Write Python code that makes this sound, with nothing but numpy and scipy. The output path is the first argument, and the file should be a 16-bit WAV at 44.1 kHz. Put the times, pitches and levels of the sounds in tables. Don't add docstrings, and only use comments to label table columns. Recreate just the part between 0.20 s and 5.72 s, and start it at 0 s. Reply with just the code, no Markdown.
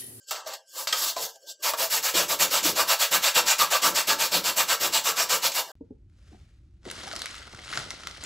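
import sys
import numpy as np
from scipy import signal
from scipy.fft import rfft, irfft, next_fast_len
from scipy.io import wavfile
from scipy.ndimage import uniform_filter1d

SR = 44100
rng = np.random.default_rng(int(sys.argv[2]) if len(sys.argv) > 2 else 0)


def gain_from_db(level_db):
    decades = np.asarray(level_db, float) / 20
    return 10 ** decades


def unload_audio(sound):
    columns = np.transpose(np.atleast_2d(sound))
    steps = np.round(np.clip(columns, -1, 1) * 32767)
    wavfile.write(sys.argv[1], SR, steps.astype(np.int16))


N = 243343
CONTROL = 8

# pitch_hz, level_db (per Hz)
TEETH_SPECTRUM = [(180, -66), (300, -32.5), (659, -0.5), (790, -8), (1150, -4.5), (2020, -5), (4510, -3),
                  (5970, -5.5), (7690, -2), (8600, -11.5), (11200, -51), (18900, -120)]
# pitch_hz, level_db (per Hz)
FINE_SPECTRUM = [(5060, 4), (8600, -10), (9260, -5.5), (10300, 0), (12700, 2), (15100, 1), (15800, 1.5)]
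# pitch_hz, level_db (per Hz)
PUSH_SPECTRUM = [(30, -40), (60, -14.5), (123, -11.5), (145, -14), (188, 2), (215, -11.5), (280, -3.5),
                 (333, -5), (370, -0.5), (450, -6), (600, 2)]
FACE_PITCHES = [2250, 2446, 2600, 2730, 2880, 3400, 3660, 3930, 4426, 4650, 4920, 5550, 6500, 7590]
# width_hz, level_db
FACE_MODES = [(50, -2.5), (40, -0.5), (38, -10), (44, 0), (40.7, 0.5), (72, -2), (60.5, -1.5), (53, -0.5),
              (110, 4), (120, -0.5), (120, 0.5), (91, -0.5), (170, -11), (400, 5)]
BOX_PITCHES = [460, 537, 662, 790, 910, 990, 1168, 1230, 1322, 1490, 1560, 1663]
# width_hz, level_db
BOX_MODES = [(19, -4), (27, 4), (25, -1.5), (36, -3.5), (31, -0.5), (37.4, -1), (47.6, 2.5), (75, -11.5),
             (46.3, 0), (71, -35), (39, 1), (42, -1)]
# time_s, fine_hiss_db, favoured_box_pitch_hz
WEAR = [
    (1.42, 1, 1100),
    (1.63, 2, 780),
    (1.8, 1, 1150),
    (2.1, 1.5, 850),
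    (2.5, 1, 1030),
    (3.05, 0.5, 1250),
    (4.2, 0, 1090),
    (4.95, 0, 1150),
    (5.3, 0.5, 885),
]
# time_s, favoured_face_pitch_hz
TOUCHED = [
    (0.0, 4800),
    (0.22, 4340),
    (0.4, 4700),
    (0.5, 6000),
    (0.72, 4180),
    (0.81, 5740),
    (1.17, 5600),
    (1.25, 4100),
    (1.33, 4960),
]


def grater():
    handled, nudge, tried_hz, weight, idle = handling_forces()
    stroked, push = stroke_forces()
    teeth, fine, box = stroked + handled
    worn_db, rubbed_hz = in_time(WEAR)
    touched_hz = in_time(TOUCHED)[0]
    favoured_hz = np.where(idle, tried_hz, rubbed_hz)
    catch = gain_from_db(0.5 * drift(59.0) + 1.01 * drift(11.7))

    tears = patchy(coloured(grains(spread_db=3.5), TEETH_SPECTRUM), depth_db=2.0, bins=4, frames=16)
    direct = teeth * catch * tears * gain_from_db(-1.5)
    sizzle = patchy(coloured(grains(spread_db=1.0), FINE_SPECTRUM), depth_db=1.0, bins=6, frames=12)
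    hiss = fine * catch * gain_from_db(worn_db * ~idle + drift(17.0)) * sizzle
    face = resonate(teeth * catch, FACE_PITCHES, FACE_MODES, wander_db=2.5, favoured_hz=touched_hz,
                    fall_db=10.0 * idle) * gain_from_db(-6.5 + 0.6 * idle)
    hollow = resonate(box * catch, BOX_PITCHES, BOX_MODES, wander_db=3.0, favoured_hz=favoured_hz, fall_db=8.5)
    low = (push + nudge) * coloured(rng.standard_normal(N), PUSH_SPECTRUM)

    tearing = direct + face
    body = signal.sosfiltfilt(signal.butter(3, 3100, fs=SR, output="sos"), tearing)
    thinned = tearing + (weight - 1) * body
    return thinned + hiss + hollow + low


USUAL_DB = -24.5
FINE_FOLLOWS = 0.58
TEETH_FADE_DB_PER_S, PUSH_FADE_DB_PER_S = 535, 132
# moment of top speed (0-1), fine_hiss_db
AWAY_WAY, BACK_WAY = (0.46, -28.5), (0.5, -30)
# start_s, length_s, teeth_db, box_ring_db (re teeth), bowl_push_db
AWAY = [(1.433, 0.08, -27, -1.5, -64), (1.707, 0.085, -26.5, -6.5, -49.5), (1.947, 0.092, -25, -2, -38.5),
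        (2.196, .068, -24, -1.5, -41), (2.435, 0.084, -25, -8, -34), (2.679, 0.069, -24.5, -2, -57),
        (2.916, 0.067, -24, -1.5, -40.5), (3.15, 0.061, -22, -2.5, -38), (3.389, 0.065, -22.5, -1, -45),
        (3.625, .073, -23, -0.5, -36), (3.876, 0.062, -23, -2.5, -39), (4.12, 0.074, -23.5, -3.5, -37.5),
        (4.367, 0.07, -26, -4.5, -42.5), (4.605, 0.077, -25.5, -3, -40.5), (4.846, 0.075, -26.5, 0.5, -51),
        (5.098, 0.071, -23, -4, -46), (5.348, 0.069, -28.5, -2.5, -55)]
# start_s, length_s, teeth_db, box_ring_db (re teeth), bowl_push_db
BACK = [(1.578, 0.091, -28.5, -1, -57), (1.829, .083, -27, -4, -70), (2.085, 0.064, -26.5, -2.5, -45),
        (2.312, 0.084, -23.5, -5, -45), (2.559, 0.074, -24, -2, -42.5), (2.795, 0.073, -25, -6, -63),
        (3.027, 0.075, -22, -4.5, -54), (3.264, 0.077, -23, -5.5, -54), (3.508, 0.069, -22.5, -1, -53),
        (3.751, 0.068, -23.5, -6.5, -49), (3.993, .077, -24.5, -3, -47.5), (4.242, 0.075, -25, -5.5, -42.5),
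        (4.482, .07, -26, 0, -51.5), (4.728, 0.071, -25, -5, -47.5), (4.965, 0.079, -25, -3.5, -46.5),
        (5.225, .061, -24.5, -4.5, -50.5)]


def stroke_forces():
    t = np.arange(0, N, CONTROL) / SR
    teeth, fine, box, push = forces = np.zeros((4, len(t)))
    for strokes, (top, fine_db) in ((AWAY, AWAY_WAY), (BACK, BACK_WAY)):
        for start, length, teeth_db, box_db, push_db in strokes:
            speed = swell(t, start - 0.17 * length, 1.502 * length, top - 0.07)
            load = swell(t, start - 0.14 * length, 1.434 * length, 0.44)
            hiss_db = fine_db + FINE_FOLLOWS * (teeth_db - USUAL_DB) + 3.0
            teeth += gain_from_db(teeth_db + 2.5) * speed ** 1.68
            fine += gain_from_db(hiss_db) * np.tanh(1.09 * speed ** 1.67)
            box += gain_from_db(teeth_db + box_db + 2.0) * load ** 1.87
            push += gain_from_db(push_db) * load ** 0.87
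    return held(forces[:3], TEETH_FADE_DB_PER_S), held(push, PUSH_FADE_DB_PER_S)


WEIGHT_FOLLOWS_BOX = 0.38
# moment of top force (0-1), peakedness, fine_hiss_db (re teeth),
# weight_db below 3 kHz (re teeth), push_db (re box)
DRAG_WAY, RUB_WAY, BRUSH_WAY = (0.27, 1.26, -13, -8, -24), (0.5557, 1.6, -3.5, -12.5, -18), (0.5, 1.9, -10.5, -19, -6)
# start_s, length_s, teeth_db, box_ring_db (re teeth), favoured_box_pitch_hz
DRAGS = [
    (0.106, 0.11, -36.5, -2, 1310),
    (0.17, 0.14, -50, 5.5, 1000),
    (0.26, 0.12, -38, -0.5, 810),
    (0.668, 0.17, -32, -6.5, 1180),
    (0.96, 0.05, -36, 0, 750),
]
# start_s, length_s, teeth_db, box_ring_db (re teeth), favoured_box_pitch_hz
RUBS = [
    (0.515, 0.16, -34, -5, 910),
    (0.725, 0.23, -27, -8.5, 1050),
    (0.96, 0.12, -29, -7, 716),
    (1.03, 0.098, -43.5, -5.5, 800),
    (1.06, 0.37, -64.5, 4.5, 547),
    (5.44, 0.11, -52.5, 9, 770),
]
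# start_s, length_s, teeth_db, box_ring_db (re teeth), favoured_box_pitch_hz
BRUSHES = [
    (-0.04, 0.11, -53.5, -12, 1400),
    (0.02, 0.082, -60, -17, 1300),
    (0.065, 0.059, -41.5, -18, 1400),
    (0.43, 0.15, -51.5, -17, 1600),
    (1.12, 0.069, -55, -6, 880),
    (1.19, 0.11, -57, -7, 560),
    (1.255, 0.087, -38, -22, 910),
    (1.385, 0.045, -47.5, -4, 1500),
]
# time_s, peak_db, box_ring_db (re peak), fine_hiss_db (re peak), rattle_s
KNOCKS = [(0.0942, -29, -18, -21, 0.017), (0.109, -11, -5, -3, 0.02), (0.2618, -49, -2, -5, 0.017),
          (0.273, -29, -9, 9, 0.013), (0.3355, -19, -22, -8, 0.028), (0.672, -3.5, -22, -13, 0.014),
          (0.726, -3, -8, -11, 0.017), (0.9647, -14.5, 1, -11, 0.015), (1.158, -28, 5.5, -10, 0.0048),
          (1.2974, -32, -14, -16, 0.012), (1.5354, -13, 8, -12, 0.017), (3.895, -9, -22, -18, 0.0059),
          (5.3183, -14, -9, -14, 0.022)]


def handling_forces():
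    t = np.arange(0, N, CONTROL) / SR
    sums = np.zeros((6, len(t)))
    for touches, way in ((DRAGS, DRAG_WAY), (RUBS, RUB_WAY), (BRUSHES, BRUSH_WAY)):
        top, peaked, fine_db, weight_db, push_db = way
        for start, length, teeth_db, box_db, hz in touches:
            force = gain_from_db(teeth_db) * swell(t, start, length, top) ** peaked + 1e-7
            lower_db = weight_db + 8.5 + WEIGHT_FOLLOWS_BOX * box_db
            pitched_db = box_db + 20 * np.log10(hz)
            shares_db = np.array([0, fine_db, box_db, box_db + push_db, lower_db, pitched_db])
            sums += force * gain_from_db(shares_db)[:, None]
    sums = np.repeat(sums, CONTROL, axis=1)[:, :N]
    t = np.arange(N) / SR
    idle = (t < AWAY[0][0] - 0.013) | (t > AWAY[-1][0] + 0.08)
    weight = np.where(idle, sums[4] / sums[0], 1)
    pitch_hz = sums[5] / sums[2]
    forces = sums[:3]

    since = t[:SR // 10]
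    for start, peak_db, box_db, fine_db, rattle in KNOCKS:
        crack = 1.1 * np.exp(-since / 0.00085)
        dying = np.exp(-(since / max(rattle, 0.001)) ** 1.8) + crack
        at = round(start * SR)
        levels_db = peak_db - 21.5 + np.array([[0], [fine_db], [box_db]])
        forces[:, at:at + len(since)] += gain_from_db(levels_db) * dying
    return forces, sums[3], pitch_hz, weight, idle


def grains(spread_db):
    size_db = spread_db * np.minimum(rng.exponential(1, N), 3)
    return rms_one(rng.standard_normal(N) * gain_from_db(size_db))


def patchy(x, depth_db, bins, frames):
    cells = signal.stft(x, nperseg=256, noverlap=192)[2]
    field = rng.standard_normal(cells.shape)
    for _ in range(2):
        field = uniform_filter1d(field, size=bins, axis=0)
        field = uniform_filter1d(field, size=frames, axis=1)
    swelling = cells * gain_from_db(depth_db * rms_one(field))
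    return rms_one(signal.istft(swelling, nperseg=256, noverlap=192)[1][:N])


def resonate(force, pitches, modes, wander_db, favoured_hz, fall_db):
    out, power = np.zeros(N), 0
    for hz, (width_hz, level_db) in zip(pitches, modes):
        r = np.exp(-np.pi * width_hz / SR)
        poles = [1, -2 * r * np.cos(2 * np.pi * hz / SR), r * r]
        octaves_off = np.abs(np.log2(hz / favoured_hz))
        share_db = level_db + wander_db * drift(6.0) - fall_db * octaves_off
        drive = force * rng.standard_normal(N) * gain_from_db(share_db) + 1e-18
        out += signal.lfilter([1, 0, -1], poles, drive) * np.sqrt((1 - r * r) / 2)
        power += gain_from_db(2 * level_db)
    return out / np.sqrt(power)


def swell(t, start, length, top):
    lean = np.log(0.5) / np.log(np.clip(top, 0.05, 0.9))
    progress = np.clip((t - start) / length, 0, 1)
    return np.sin(np.pi * progress ** lean).clip(0)


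def held(force, fade_db_per_s):
    fade_db = fade_db_per_s * np.arange(0, N, CONTROL) / SR
    force_db = 20 * np.log10(force + 1e-9)
    kept = gain_from_db(np.maximum.accumulate(force_db + fade_db, axis=-1) - fade_db)
    return np.repeat(kept, CONTROL, axis=-1)[..., :N]


def in_time(table):
    s, *columns = np.transpose(table)
    return [np.interp(np.arange(N) / SR, s, column) for column in columns]


def rms_one(x):
    return x / np.sqrt(np.mean(x ** 2) + 1e-20)


def coloured(x, spectrum):
    size = next_fast_len(N)
    hz, level_db = np.transpose(spectrum)
    bins_hz = np.arange(1, size // 2 + 2) * SR / size
    shape_db = np.interp(np.log(bins_hz), np.log(hz), level_db, left=-120, right=-120)
    return rms_one(irfft(rfft(x, size) * gain_from_db(shape_db), size)[:N])


def drift(rate_hz):
    step = 40
    r = np.exp(-2 * step * np.pi * rate_hz / SR)
    slow = signal.lfilter([1], [1, -2 * r, r * r], rng.standard_normal(N // step + 1002))[1000:]
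    return np.interp(np.arange(N) / step, np.arange(len(slow)), rms_one(slow))


# time_s, peak_db, pitch_hz, ring_s
BUMPS = [
    (1.443, -48, 510, 0.012),
    (1.596, -34, 490, 0.0093),
    (1.941, -24, 510, 0.0055),
    (1.95, -22.5, 353, 0.0063),
    (2.314, -35, 477, 0.012),
    (2.455, -26, 318, 0.015),
    (3.171, -26, 494, 0.02),
    (3.388, -39, 500, 0.013),
    (3.878, -53, 410, 0.012),
    (4.89, -30, 475, 0.014),
]
# time_s, peak_db, pitch_hz, ring_s
PANELS = [
    (0.110, -33, 1312, 0.036),
    (0.264, -35, 640, 0.023),
    (0.728, -26.5, 1263, 0.013),
    (0.728, -22, 1940, 0.0061),
    (0.728, -16, 3225, 0.0044),
    (0.728, -21, 5250, .006),
    (0.966, -26.5, 686, 0.0095),
    (0.966, -28, 1013, 0.015),
    (1.536, -24.5, 1150, 0.0096),
    (1.536, -30.5, 645, 0.012),
]


def bumps():
    since, out = np.arange(SR // 5) / SR, np.zeros(N)
    for start, peak_db, hz, ring in [*BUMPS, *PANELS]:
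        at = round(start * SR)
        envelope = np.exp(-since / ring) - np.exp(-since * hz / 0.45)
        out[at:at + len(since)] += gain_from_db(peak_db + 2.5) * envelope * np.sin(2 * np.pi * hz * since)
    return out


def kitchen(x):
    t60_s, level_db = 0.38, -12
    t = np.arange(int(0.5 * SR)) / SR
    tail = rng.standard_normal(len(t)) * gain_from_db(-60 * t / t60_s) * (t > 0.003)
    tail = signal.lfilter([1], [1, -0.4], tail)
    return gain_from_db(level_db) * signal.fftconvolve(x, tail / np.sqrt(np.sum(tail ** 2)))[:N]


WHINE_HZ, WHINE_OPEN_DB, WHINE_SHUT_DB, WHINE_KNEE_DB = 1576, -56, -75, -45
HUM_KNEE_DB = -37
# pitch_hz, level_db (re whine)
HUM = [
    (49.5, -13.5),
    (99.3, -15),
]


def appliance(near):
    t = np.arange(N) / SR
    power = uniform_filter1d(near ** 2, size=1500)
    through = gain_from_db(WHINE_SHUT_DB) + gain_from_db(WHINE_OPEN_DB) * power / (power + gain_from_db(2 * WHINE_KNEE_DB))
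    whine = np.sin(2 * np.pi * WHINE_HZ * t)
    hum = sum(gain_from_db(level_db + 2.0 * drift(6.4)) * np.sin(2 * np.pi * hz * t) for hz, level_db in HUM)
    return through * (whine + hum * power / (power + gain_from_db(2 * HUM_KNEE_DB)))


# pitch_hz, level_db (per Hz)
AIR_SPECTRUM = [(150, 1), (500, -11), (1100, -18), (1400, -30), (2300, -25), (3100, -13), (4000, -18),
                (5200, 3.5), (8000, -6), (9000, -3), (15500, -15)]


def room_air():
    return gain_from_db(-62.5 + 2.0 * drift(4.0)) * coloured(rng.standard_normal(N), AIR_SPECTRUM)


def scene():
    near = grater() + bumps()
    mono = near + kitchen(near) + room_air() + appliance(near)
    return np.array([mono, mono])


# pitch_hz, level_db (per cell)
LEARNT = [(60, -84.5), (250, -73.5), (400, -89), (1150, -73.5), (1330, -75), (1500, -65), (1576, -100),
          (1660, -86), (2500, -65.5), (2900, -97), (3800, -73.5), (4500, -80.5), (8200, -83), (9000, -87),
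          (15000, -86.5)]


def suppress(x, depth_db=-18):
    hz, _, cells = signal.stft(x, SR, nperseg=1024, noverlap=768)
    power = uniform_filter1d(np.abs(cells) ** 2, size=3, axis=0)
    power = uniform_filter1d(power, size=5, axis=1)
    noise_hz, noise_db = np.transpose(LEARNT)
    learnt_db = np.interp(np.log(hz + 1), np.log(noise_hz), noise_db)
    gain = np.clip(1 - gain_from_db(2 * learnt_db)[:, None] / (power + 1e-16), gain_from_db(depth_db), 1)
    return signal.istft(cells * gain, nperseg=1024, noverlap=768)[1][:N]


def top_cut(x):
    return signal.sosfilt(signal.butter(12, 16640, fs=SR, output="sos"), x)


def record(dry):
    edge = signal.ellip(12, 0.5, 70, 15640, fs=SR, output="sos")
    mono = signal.sosfilt(edge, suppress(dry[0]))
    return top_cut(np.array([mono, mono]))


dry = scene()
out = record(dry)
unload_audio(out)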